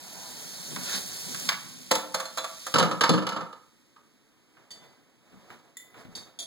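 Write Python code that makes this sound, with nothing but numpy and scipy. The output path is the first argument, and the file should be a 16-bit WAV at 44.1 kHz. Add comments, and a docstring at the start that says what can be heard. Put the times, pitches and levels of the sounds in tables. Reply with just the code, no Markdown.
"""Foaming bottle over a steel sink.

An over-carbonated bottle is eased open: gas jets past the cap and overflow drums on the steel.
The cap pops off and bounces in the basin. The foaming bottle knocks and rocks on a pile of others.
A full one is lifted from its carton and an opener clinks on its neck, all in a small kitchen.
The microphone pair is widened by a delayed, inverted crossfeed."""
import sys
import numpy as np
from scipy import signal
from scipy.fft import rfft, irfft, next_fast_len
from scipy.io import wavfile

SR = 44100
rng = np.random.default_rng(int(sys.argv[2]) if len(sys.argv) > 2 else 0)


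def store_pcm(level_fs):
    """Save levels as 16-bit WAV."""
    pcm = np.round(np.clip(level_fs, -1, 1) * 32767).astype(np.int16)
    wavfile.write(sys.argv[1], SR, np.atleast_2d(pcm).T)


N = 285106
TIME_S = np.arange(N) / SR
EDGES_HZ = 28 * 2 ** (np.arange(24) * .4)
CENTRES_HZ = np.sqrt(EDGES_HZ[1:] * EDGES_HZ[:-1])
POP_S = 1.4898

# Noise spectra: freq_hz, density_db
AIR_SPECTRUM = [(50, -8), (260, 6), (700, -17), (2000, -17), (6000, -32), (16000, -32)]
CLOTH_SPECTRUM = [(40, -30), (130, 0), (500, -5.5), (2000, -19.5), (16000, -35)]
THUD_SPECTRUM = [(50, -4), (200, 7), (600, -12), (1200, -6.5), (2500, -6.5), (6000, -32), (16000, -20)]
TICK_SPECTRUM = [(60, -4), (220, 12), (1000, -11), (2600, -5), (3500, 2.5), (8000, 4.5), (16000, -10)]
GLASS_SPECTRUM = [(1000, -35), (3500, -10), (8000, -3), (15000, 0)]
SINK_SPECTRUM = [(40, -38), (85, -16), (160, 12), (370, -2), (520, 4.5), (700, -4.5), (1250, 1.5),
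                 (2000, -10.5), (4200, -5.5), (11000, -18), (16000, -35)]
LANDING_SPECTRUM = [(70, -40), (175, 0), (350, -6), (550, 4), (950, -5), (1300, -1), (1900, -9), (7500, -8),
                    (16000, -19)]
FROTH_SPECTRUM = [(200, -5.5), (800, -15), (2000, -3.5), (4200, 4.5), (7000, 2), (10000, -0.5),
                  (15500, -15)]
DRUM_SPECTRUM = [(50, -44), (90, -23), (140, 3), (400, -20), (2000, -49.5)]
SPLATTER_SPECTRUM = [(450, -35), (780, 0), (1200, -31.5), (4000, -61)]
JET_SPECTRUM = [(100, -24), (400, 0), (750, -3.5), (1100, -8), (1500, -0.5), (2200, -5.5), (4200, 0.5),
                (7000, -1), (10000, -2.5), (15500, -11)]
POP_SPECTRUM = [(60, -26.5), (200, -15), (600, -10), (1300, 1), (2500, -1.5), (4500, -1.5), (8500, -11),
                (16000, -13)]

# Blows: start_s, level_db, bass_db, treble_db
POP_BLOWS = [(.761, -25.5, 3, -7), (1.345, -29.5, -5, -5.5), (1.486, -25, 0, -8), (1.4898, -16.5, -10, -2),
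             (1.5185, -22.5, -6, -17)]
PILE_KNOCKS = [(2.740, -20.5, 5, 1), (2.783, -23, -3, 6), (2.795, -21.5, -3, -3), (2.826, -21, 3, -6),
               (2.912, -22, -1, -9.5), (3.009, -15, -6, -3), (3.036, -13, -14, -6.5), (3.092, -21.5, 16, 4),
               (3.267, -25, -11, -5.5), (3.289, -32.5, -13, 2), (3.363, -34, 0, -12),
               (3.527, -42.5, -11, -8), (3.962, -47, -24, -19)]
BODY_CLINKS = [(4.706, -42.5, -2, -3), (4.714, -46.5, -4, -2)]
NECK_CLINKS = [(5.769, -44, 4, 1.9)]
OPENER_HOOK, OPENER_BITE = (6.152, -34, -2, -4), (6.389, -39, -2, 4)
# Bottle rocking on the pile: start_s, level_db, bass_db, treble_db, loss_per_touch_db
PILE_ROCKS = [(2.757, -17, -1, -9, 7.5), (3.135, -21.5, 2, -7, 5.2), (3.320, -28.5, -6, -11, 1.5)]
# Cap landings: start_s, level_db, treble_db, drain_share, cap_ring_db, flat_share
CAP_LANDINGS = [(1.912, -20.5, 0, 0, -8, .6), (1.952, -32, 5, .1, -3, .6), (2.144, -27, -1, .3, -2, .1),
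                (2.200, -31.5, -3.5, .5, -1, .3), (2.255, -45, 3, .5, 8, .05), (2.373, -32, -3, .7, -2, .6),
                (2.383, -36, -2, .7, 10.5, 1), (2.442, -33, -5, 1, 1, .7), (2.666, -36, 1, .4, -6, .5)]
# Carton taps, soft low thumps: start_s, level_db
CARTON_TAPS = [(4.568, -55), (5.502, -47), (5.942, -51.5)]
SOFT_THUMPS = [(5.322, -69.5), (6.048, -62)]

# Sleeves brushing cartons: peak_s, level_db, length_s
BRUSH_STROKES = [(4.603, -63, 0.47), (4.85, -56.5, 0.66), (5.325, -58, 0.28), (5.54, -54, 0.61),
                 (6.012, -51.5, 0.35), (6.19, -53, 0.66)]
# Foam at the neck, then from the tipped bottle: peak_s, level_db, rise_s, fall_s
FOAM_SWELLS = [(1.4, -45.5, 1.62, 1.52), (2.68, -46.5, 1.1, .63)]
# Gushes landing on the steel: peak_s, level_db
OVERFLOW_GUSHES = [(.73, -34), (.95, -44), (1.32, -43)]
# First thin stream, fading as foam covers the steel: time_s, level_db
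STREAM_ENVELOPE = [(0, -66.5), (.25, -56), (.6, -75.5)]

# Modes of steel and glass: pitch_hz, level_db, t60_s
OPENER_MODES = [(660, -7, 0.12), (3320, -3, 0.09), (3600, -1, 0.1), (4590, -12, 0.13), (6000, -7, 0.08),
                (6834, -6, 0.1), (9900, -7.5, 0.079)]
SEATED_CAP_MODES = [(3660, -4, 0.1), (4450, -2, 0.06), (4680, 1, 0.05), (6000, -8, 0.1)]
EMPTY_BOTTLE_MODES = [(2925, -7, 0.08), (3005, -9, 0.08), (3500, -15, 0.16), (4200, -15, 0.17),
                      (4550, -18, .18), (5260, -15, 0.12), (6940, -19, 0.08)]
PILE_BASIN_MODES = [(117, -13, 0.16), (166, -13, 0.38), (192, -13, .3), (303, -8.5, 0.42), (460, -10, .2),
                    (490, -10, 0.18), (528, -9, 0.17), (930, -11, 0.16), (1098, -15, .14), (1212, -9, 0.15),
                    (1315, -2.5, 0.08), (1715, -14, .1)]
# Full bottle: pitch_hz, body_hit_db, neck_hit_db, t60_s
FULL_BOTTLE_MODES = [(1970, -11, 2, 0.045), (2013, -19, -15, 0.8), (3060, -10, -19, 0.45),
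                     (3535, -3, -7, 0.38), (4581, -3, -37, 0.44), (6270, -6, -20, 0.14),
                     (6980, -8, -1, 0.09), (7270, -14, 4, 0.055), (7768, -10, -14, .13),
                     (9722, -18, -4, 0.055), (10470, -19, 0, .04)]
# Basin under the cap: pitch_hz, side_hit_db, drain_hit_db, t60_s
CAP_BASIN_MODES = [(178, -8, -15, .33), (301, -10, -14, .36), (528, -3, -9, .25), (655, -13, 6, .1),
                   (883, -3, -16, .14), (1160, -9, -2, .08), (1350, -1, -7, .06)]
# Loose cap: pitch_hz, edge_hit_db, flat_hit_db, t60_s
LOOSE_CAP_MODES = [(3480, -10, -9, 0.14), (3965, -18, -3, 0.055), (4253, -5, -20, .09),
                   (6720, -15, -19, .15), (7120, -14, -15, 0.17)]
# Resonances of the drummed steel and the cap gap: centre_hz, width_hz, gain_db
STEEL_PEAKS = [(185, 16, 3), (257, 16, 9)]
GAP_PEAKS = [(4180, 450, -6)]

# Room decay: freq_hz, t60_s
KITCHEN_DECAY = [(150, 0.36), (1000, 0.51), (4000, 0.32), (9000, .27), (16000, 0.48)]
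# Likeness of the microphone ports: freq_hz, correlation
PORT_CORRELATION = [(500, 1), (1200, 0.56), (2500, 0.28), (6000, 0.074)]
# Sensitivity mismatch: freq_hz, left_minus_right_db
PORT_BALANCE = [(150, 6), (600, 3.5), (1300, 2), (2500, 14.5), (8000, 10), (16000, -1)]
CHANNEL_BALANCE = [(170, 0), (450, -1.8), (1150, -1.5), (1700, -4), (2700, -1.2)]
# Feed from the opposite channel: freq_hz, gain_db
CROSSFEED_GAIN = [(150, -2), (600, 1), (1300, 3.5), (2500, -0.5), (6000, 1.5), (14000, -0.5)]


def from_db(db):
    """Decibels to gain."""
    return 10 ** (np.asarray(db) / 20)


def at_hz(points, hz):
    """Curve value on a log-frequency axis."""
    knots_hz, values = np.transpose(points)
    return np.interp(np.log(hz + 1e-9), np.log(knots_hz), values)


def in_time(points):
    """Piecewise-linear envelope."""
    return np.interp(TIME_S, *np.transpose(points))


def drift(rate_hz):
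    """Random wander, spread about 1."""
    knots = rng.standard_normal(4000)
    return np.interp(TIME_S * rate_hz, np.arange(len(knots)), knots)


def swells(rows, floor_db=-120):
    """Power sum of swells; rise_s and fall_s each span 20 dB."""
    gains = [from_db(db - 20 * np.maximum((peak_s - TIME_S) / rise_s, (TIME_S - peak_s) / fall_s))
             for peak_s, db, rise_s, fall_s in rows]
    return np.sqrt(from_db(floor_db) ** 2 + np.sum(np.square(gains), axis=0))


def add(out, start_s, sound):
    """Mix a stereo sound into out."""
    start = round(start_s * SR)
    out[:, start:start + sound.shape[1]] += sound[:, :N - start]


def noise_bands():
    """Adjoining stereo noise bands, rms 1, ports alike in the bass."""
    size = next_fast_len(N, True)
    hz = np.arange(size // 2 + 1) * SR / size
    white = rfft(rng.standard_normal((2, size)))
    alike = np.clip(at_hz(PORT_CORRELATION, hz), 0, .999)
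    mid, side = np.sqrt((1 + alike) / 2) * white[0], np.sqrt((1 - alike) / 2) * white[1]
    ports = np.array([mid + side, mid - side], np.complex64)
    bands = [irfft(ports * ((hz >= low) & (hz < high)), size)[:, :N]
             for low, high in zip(EDGES_HZ, EDGES_HZ[1:])]
    return [band / band.std() for band in bands]


def band_gains(spectrum):
    """Gain per band, total power 1."""
    gains = from_db(at_hz(spectrum, CENTRES_HZ)) * np.sqrt(CENTRES_HZ)
    return gains / np.linalg.norm(gains)


def coloured(bands, spectrum):
    """Steady shaped noise."""
    return sum(float(gain) * band for gain, band in zip(band_gains(spectrum), bands))


def resonate(x, peaks):
    """Add narrow resonances."""
    return x + sum(from_db(db) * signal.lfilter(*signal.iirpeak(hz, hz / width_hz, fs=SR), x)
                   for hz, width_hz, db in peaks)


def blow_gain(blow, hz):
    """Heavy blows carry more bass, hard ones more treble."""
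    _, level_db, bass_db, treble_db = blow
    return from_db(level_db + at_hz([(250, bass_db), (1200, 0), (5500, treble_db)], hz))


def rebounds(blow, gap_s, loss_db, count, slowing=1):
    """A blow and its weaker after-touches."""
    start_s, level_db, bass_db, treble_db = blow
    return [(start_s + gap_s * k ** slowing, level_db - loss_db * k, bass_db, treble_db)
            for k in range(count)]


def clatter(bands, blows, spectrum, t60_1khz_s, bass_hold, build_s=.0002):
    """Dense modes of a struck body: decaying noise bands, the low ones longest."""
    out, t = np.zeros((2, N)), TIME_S[:SR // 4]
    for hz, gain, band in zip(CENTRES_HZ, band_gains(spectrum), bands):
        t60_s = t60_1khz_s * (1000 / hz) ** bass_hold
        attack = 1 - np.exp(-t / (1 / hz + build_s))
        envelope = gain * from_db(-60 * t / t60_s) * attack
        for blow in blows:
            grain = band[:, round(blow[0] * SR):][:, :len(t)]
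            add(out, blow[0], blow_gain(blow, hz) * grain * envelope[:grain.shape[1]])
    return out


def ringing(blows, modes, scatter_db, detune=0):
    """Distinct modes; strength varies per blow, contact load shifts the pitch."""
    out, t = np.zeros((2, N)), TIME_S[:SR // 2]
    for hz, mode_db, t60_s in modes:
        spread_rad = np.arccos(np.clip(at_hz(PORT_CORRELATION, hz), 0, 1)) / 2
        envelope = from_db(mode_db - 60 * t / t60_s) * (1 - np.exp(-2 * t * hz))
        for blow, (size, phase, angle, load) in zip(blows, rng.standard_normal((len(blows), 4))):
            port_rad = np.pi * phase + spread_rad * angle * np.array([[1], [-1]])
            wave = np.cos(2 * np.pi * hz * (1 + detune * load) * t + port_rad)
            add(out, blow[0], blow_gain(blow, hz) * from_db(scatter_db * size) * envelope * wave)
    return out


def ringing_between(blows, shares, modes, detune):
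    """Modes with two sets of levels, blended by each blow's share (0-1)."""
    hz, first_db, second_db, t60_s = np.transpose(modes)
    levels_db = first_db + np.clip(shares, 0, 1)[:, None] * (second_db - first_db)
    return sum(ringing([blow], zip(hz, db, t60_s), 1, detune) for blow, db in zip(blows, levels_db))


def kitchen_reverb(x, bands, build_s=.024):
    """Diffuse tail from hard walls and counters."""
    t = TIME_S[:SR * 3 // 5]
    tail = sum(band[:, :len(t)] * np.sqrt(hz) * from_db(-60 * t / at_hz(KITCHEN_DECAY, hz))
               for hz, band in zip(CENTRES_HZ, bands))
    tail *= np.clip(t / build_s, 0, 1)
    return signal.fftconvolve(x, tail / np.sqrt(np.sum(tail ** 2) / 2), axes=1)[:, :N]


def rustle(bands, rise_share=.52):
    """Sleeves and cartons brush in uneven strokes."""
    strokes = [(peak_s, db, length_s * rise_share, length_s * (1 - rise_share))
               for peak_s, db, length_s in BRUSH_STROKES]
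    return swells(strokes, floor_db=-76) * from_db(2.5 * drift(40)) * coloured(bands, CLOTH_SPECTRUM)


def carton_bumps(bands):
    """Light taps on cartons and soft low thumps."""
    taps = [(start_s, db, -15, -9.5) for start_s, db in CARTON_TAPS]
    thumps = [(start_s, db, 24, 2) for start_s, db in SOFT_THUMPS]
    return from_db(3) * clatter(bands, taps + thumps, THUD_SPECTRUM, t60_1khz_s=.11, bass_hold=.38)


def contact_ticks(bands, blows):
    """Bright noise of light, hard contacts."""
    ticks = clatter(bands, blows, TICK_SPECTRUM, t60_1khz_s=.1, bass_hold=.26, build_s=.0022)
    return from_db(-.5) * ticks


def full_bottle(bands):
    """The full bottle's body clinks as it is lifted, then the opener taps its neck."""
    hz, body_db, neck_db, t60_s = np.transpose(FULL_BOTTLE_MODES)
    body = ringing(BODY_CLINKS, zip(hz, body_db, t60_s), scatter_db=.72, detune=.002)
    neck = ringing(NECK_CLINKS, zip(hz, neck_db, t60_s), scatter_db=1)
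    crack = clatter(bands, NECK_CLINKS, GLASS_SPECTRUM, t60_1khz_s=.065, bass_hold=.1, build_s=.001)
    return from_db(-3.5) * (body + neck) + from_db(.3) * crack + contact_ticks(bands, BODY_CLINKS)


def opener(bands):
    """The opener skids on a seated cap, then bites and chatters ever more slowly."""
    skid = rebounds(OPENER_HOOK, gap_s=.01, loss_db=8, count=3)
    chatter = rebounds(OPENER_BITE, gap_s=.011, loss_db=3.6, count=4, slowing=1.75)
    lever = ringing(chatter, OPENER_MODES, scatter_db=1.2, detune=.006)
    crown = ringing(skid, SEATED_CAP_MODES, scatter_db=1.5, detune=.02)
    return from_db(-2.5) * lever + from_db(-1.5) * crown + contact_ticks(bands, skid + chatter)


def bottle_pile(bands):
    """The bottle knocks and rocks on the others; the basin rings beneath."""
    rocks = []
    for *blow, loss_db in PILE_ROCKS:
        rocks += rebounds(blow, gap_s=.043, loss_db=loss_db, count=3)
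    crash = clatter(bands, PILE_KNOCKS, SINK_SPECTRUM, t60_1khz_s=.115, bass_hold=.32, build_s=.0006)
    roll = clatter(bands, rocks, SINK_SPECTRUM, t60_1khz_s=.13, bass_hold=.28, build_s=.004)
    steel = ringing(PILE_KNOCKS + rocks, PILE_BASIN_MODES, scatter_db=2, detune=.013)
    glass = ringing(PILE_KNOCKS + rocks, EMPTY_BOTTLE_MODES, scatter_db=3.2, detune=.016)
    return from_db(.5) * (crash + roll) + from_db(-4) * steel + from_db(-3.5) * glass


def bouncing_cap(bands, rim_lead_s=.003, rim_loss_db=5, drain_bass_db=-13):
    """The cap bounces, rim first, towards the drain, where the steel is stiffer."""
    start_s, level_db, treble_db, drain_share, ring_db, flat_share = np.transpose(CAP_LANDINGS)
    bass_db = drain_bass_db * drain_share
    landings = np.transpose([start_s, level_db, bass_db, treble_db])
    rims = np.transpose([start_s - rim_lead_s, level_db - rim_loss_db, bass_db, treble_db])
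    cap_blows = np.transpose([start_s, level_db + ring_db, bass_db, treble_db])
    crash = clatter(bands, [*rims, *landings], LANDING_SPECTRUM,
                    t60_1khz_s=.098, bass_hold=.21, build_s=.001)
    steel = ringing_between(landings, drain_share, CAP_BASIN_MODES, detune=.004)
    crown = ringing_between(cap_blows, flat_share, LOOSE_CAP_MODES, detune=.002)
    return from_db(1.5) * crash + from_db(-.5) * steel + crown


def bubbles(rate_per_s, size_db, t60_cycles):
    """Tiny bubbles burst at random, each a damped ping; rms 1."""
    out = np.zeros((2, N))
    for hz in np.geomspace(2500, 12000, 12):
        sizes = from_db(size_db * np.minimum(rng.exponential(1, N), 5))
        bursts = rng.random(N) < rate_per_s / 12 / SR
        kicks = sizes * bursts * rng.standard_normal((2, N)) + 1e-18
        radius, step_rad = from_db(-60 * hz / (t60_cycles * SR)), 2 * np.pi * hz / SR
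        pings = signal.lfilter([1, 0, -1], [1, -2 * radius * np.cos(step_rad), radius ** 2], kicks)
        out += pings / pings.std() * from_db(at_hz(FROTH_SPECTRUM, hz)) * np.sqrt(hz)
    return out / out.std()


def foam(bands, fizz):
    """Heads of foam build and collapse."""
    froth = from_db(-2.5) * coloured(bands, FROTH_SPECTRUM) + from_db(-5.5) * fizz
    return swells(FOAM_SWELLS, floor_db=-79) * froth


def gap_flow_db(creep_db_per_s=3, opening_s=.2):
    """The gap under the cap opens quickly, then creeps wider."""
    return -47.5 + creep_db_per_s * TIME_S - 6 * np.exp(-TIME_S / opening_s)


def fade_after_pop(db_per_s):
    """Gain that falls once the cap is off."""
    return from_db(-db_per_s * np.maximum(TIME_S - POP_S, 0))


def overflow(bands, flow_db, rise_s=.06, fall_s=.12):
    """A thin stream splatters hollowly, gushes drum on the steel, then all drains away."""
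    gushes = swells([(peak_s, db, rise_s, fall_s) for peak_s, db in OVERFLOW_GUSHES])
    pour = np.hypot(from_db(flow_db - 7), gushes) * from_db(2.5 * drift(25))
    drumming = resonate(coloured(bands, DRUM_SPECTRUM), STEEL_PEAKS) * pour
    splatter = coloured(bands, SPLATTER_SPECTRUM) * from_db(in_time(STREAM_ENVELOPE))
    return (drumming + splatter) * fade_after_pop(db_per_s=21)


def gas_jet(bands, fizz, flow_db, drying_db_per_s=7, flutter_db=2):
    """Gas jets past the cap: thinner as the neck clears, louder and lower as a foam plug passes."""
    plug = in_time([(.78, 0), (.95, 1), (1.048, 0)])
    level_db = flow_db + 5 * plug
    wet_db = -3 - drying_db_per_s * TIME_S + 18 * plug
    jet = 0
    for hz, gain, band in zip(CENTRES_HZ, band_gains(JET_SPECTRUM), bands):
        wet_share = at_hz([(500, .29), (1500, .96), (3500, .95), (7000, .23)], hz)
        jet += gain * band * from_db(level_db + wet_share * wet_db + flutter_db * drift(44.7))
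    hiss = from_db(1.2) * resonate(jet, GAP_PEAKS) + from_db(level_db - 9) * fizz
    return hiss * fade_after_pop(db_per_s=500)


def pop(bands, pulse_hz=3300):
    """Spits of gas; the cap lets go with one sharp pressure pulse, then knocks as it falls just after."""
    out = from_db(-2.5) * clatter(bands, POP_BLOWS, POP_SPECTRUM, t60_1khz_s=.07, bass_hold=.19)
    phase = 2 * np.pi * pulse_hz * (TIME_S[:SR // 1000] - .0005)
    pulse = from_db(-5) * phase * np.exp(-phase ** 2 / 2)
    add(out, POP_S, np.array([pulse, pulse]))
    return out


def scene():
    """Hiss, foam and blows at the sink, handling further off; the blows excite the room."""
    steady = noise_bands()
    shifted = [np.roll(band, N // 2, axis=1) for band in steady]   # uncorrelated with steady
    fizz = bubbles(rate_per_s=1500, size_db=1.5, t60_cycles=.9)
    background = from_db(-64) * coloured(steady, AIR_SPECTRUM) + rustle(shifted)
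    near = pop(shifted) + bouncing_cap(shifted) + bottle_pile(shifted)
    far = carton_bumps(shifted) + full_bottle(shifted) + opener(shifted)
    room = kitchen_reverb(from_db(-8.5) * near + from_db(-4) * far, steady)
    flow_db = gap_flow_db()
    leak = gas_jet(steady, fizz, flow_db) + overflow(steady, flow_db)
    return background + room + far + near + foam(steady, fizz) + leak


def record(dry, delay_samples=16, cutoff_hz=15900):
    """Unequal ports, delayed inverted crossfeed, unequal channels, steep low-pass."""
    size = next_fast_len(N + SR // 10, True)
    hz = np.arange(size // 2 + 1) * SR / size
    split = np.array([[.5], [-.5]])
    ports = rfft(dry, size) * from_db(at_hz(PORT_BALANCE, hz) * split)
    cross = from_db(at_hz(CROSSFEED_GAIN, hz)) * np.exp(-2j * np.pi * hz * delay_samples / SR)
    balance = from_db(-2.2 + at_hz(CHANNEL_BALANCE, hz) * split)
    wide = irfft(balance * (ports - cross * ports[::-1]), size)[:, :N]
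    return signal.sosfilt(signal.ellip(12, .2, 80, cutoff_hz, fs=SR, output="sos"), wide)


dry = scene()
out = record(dry)
store_pcm(out)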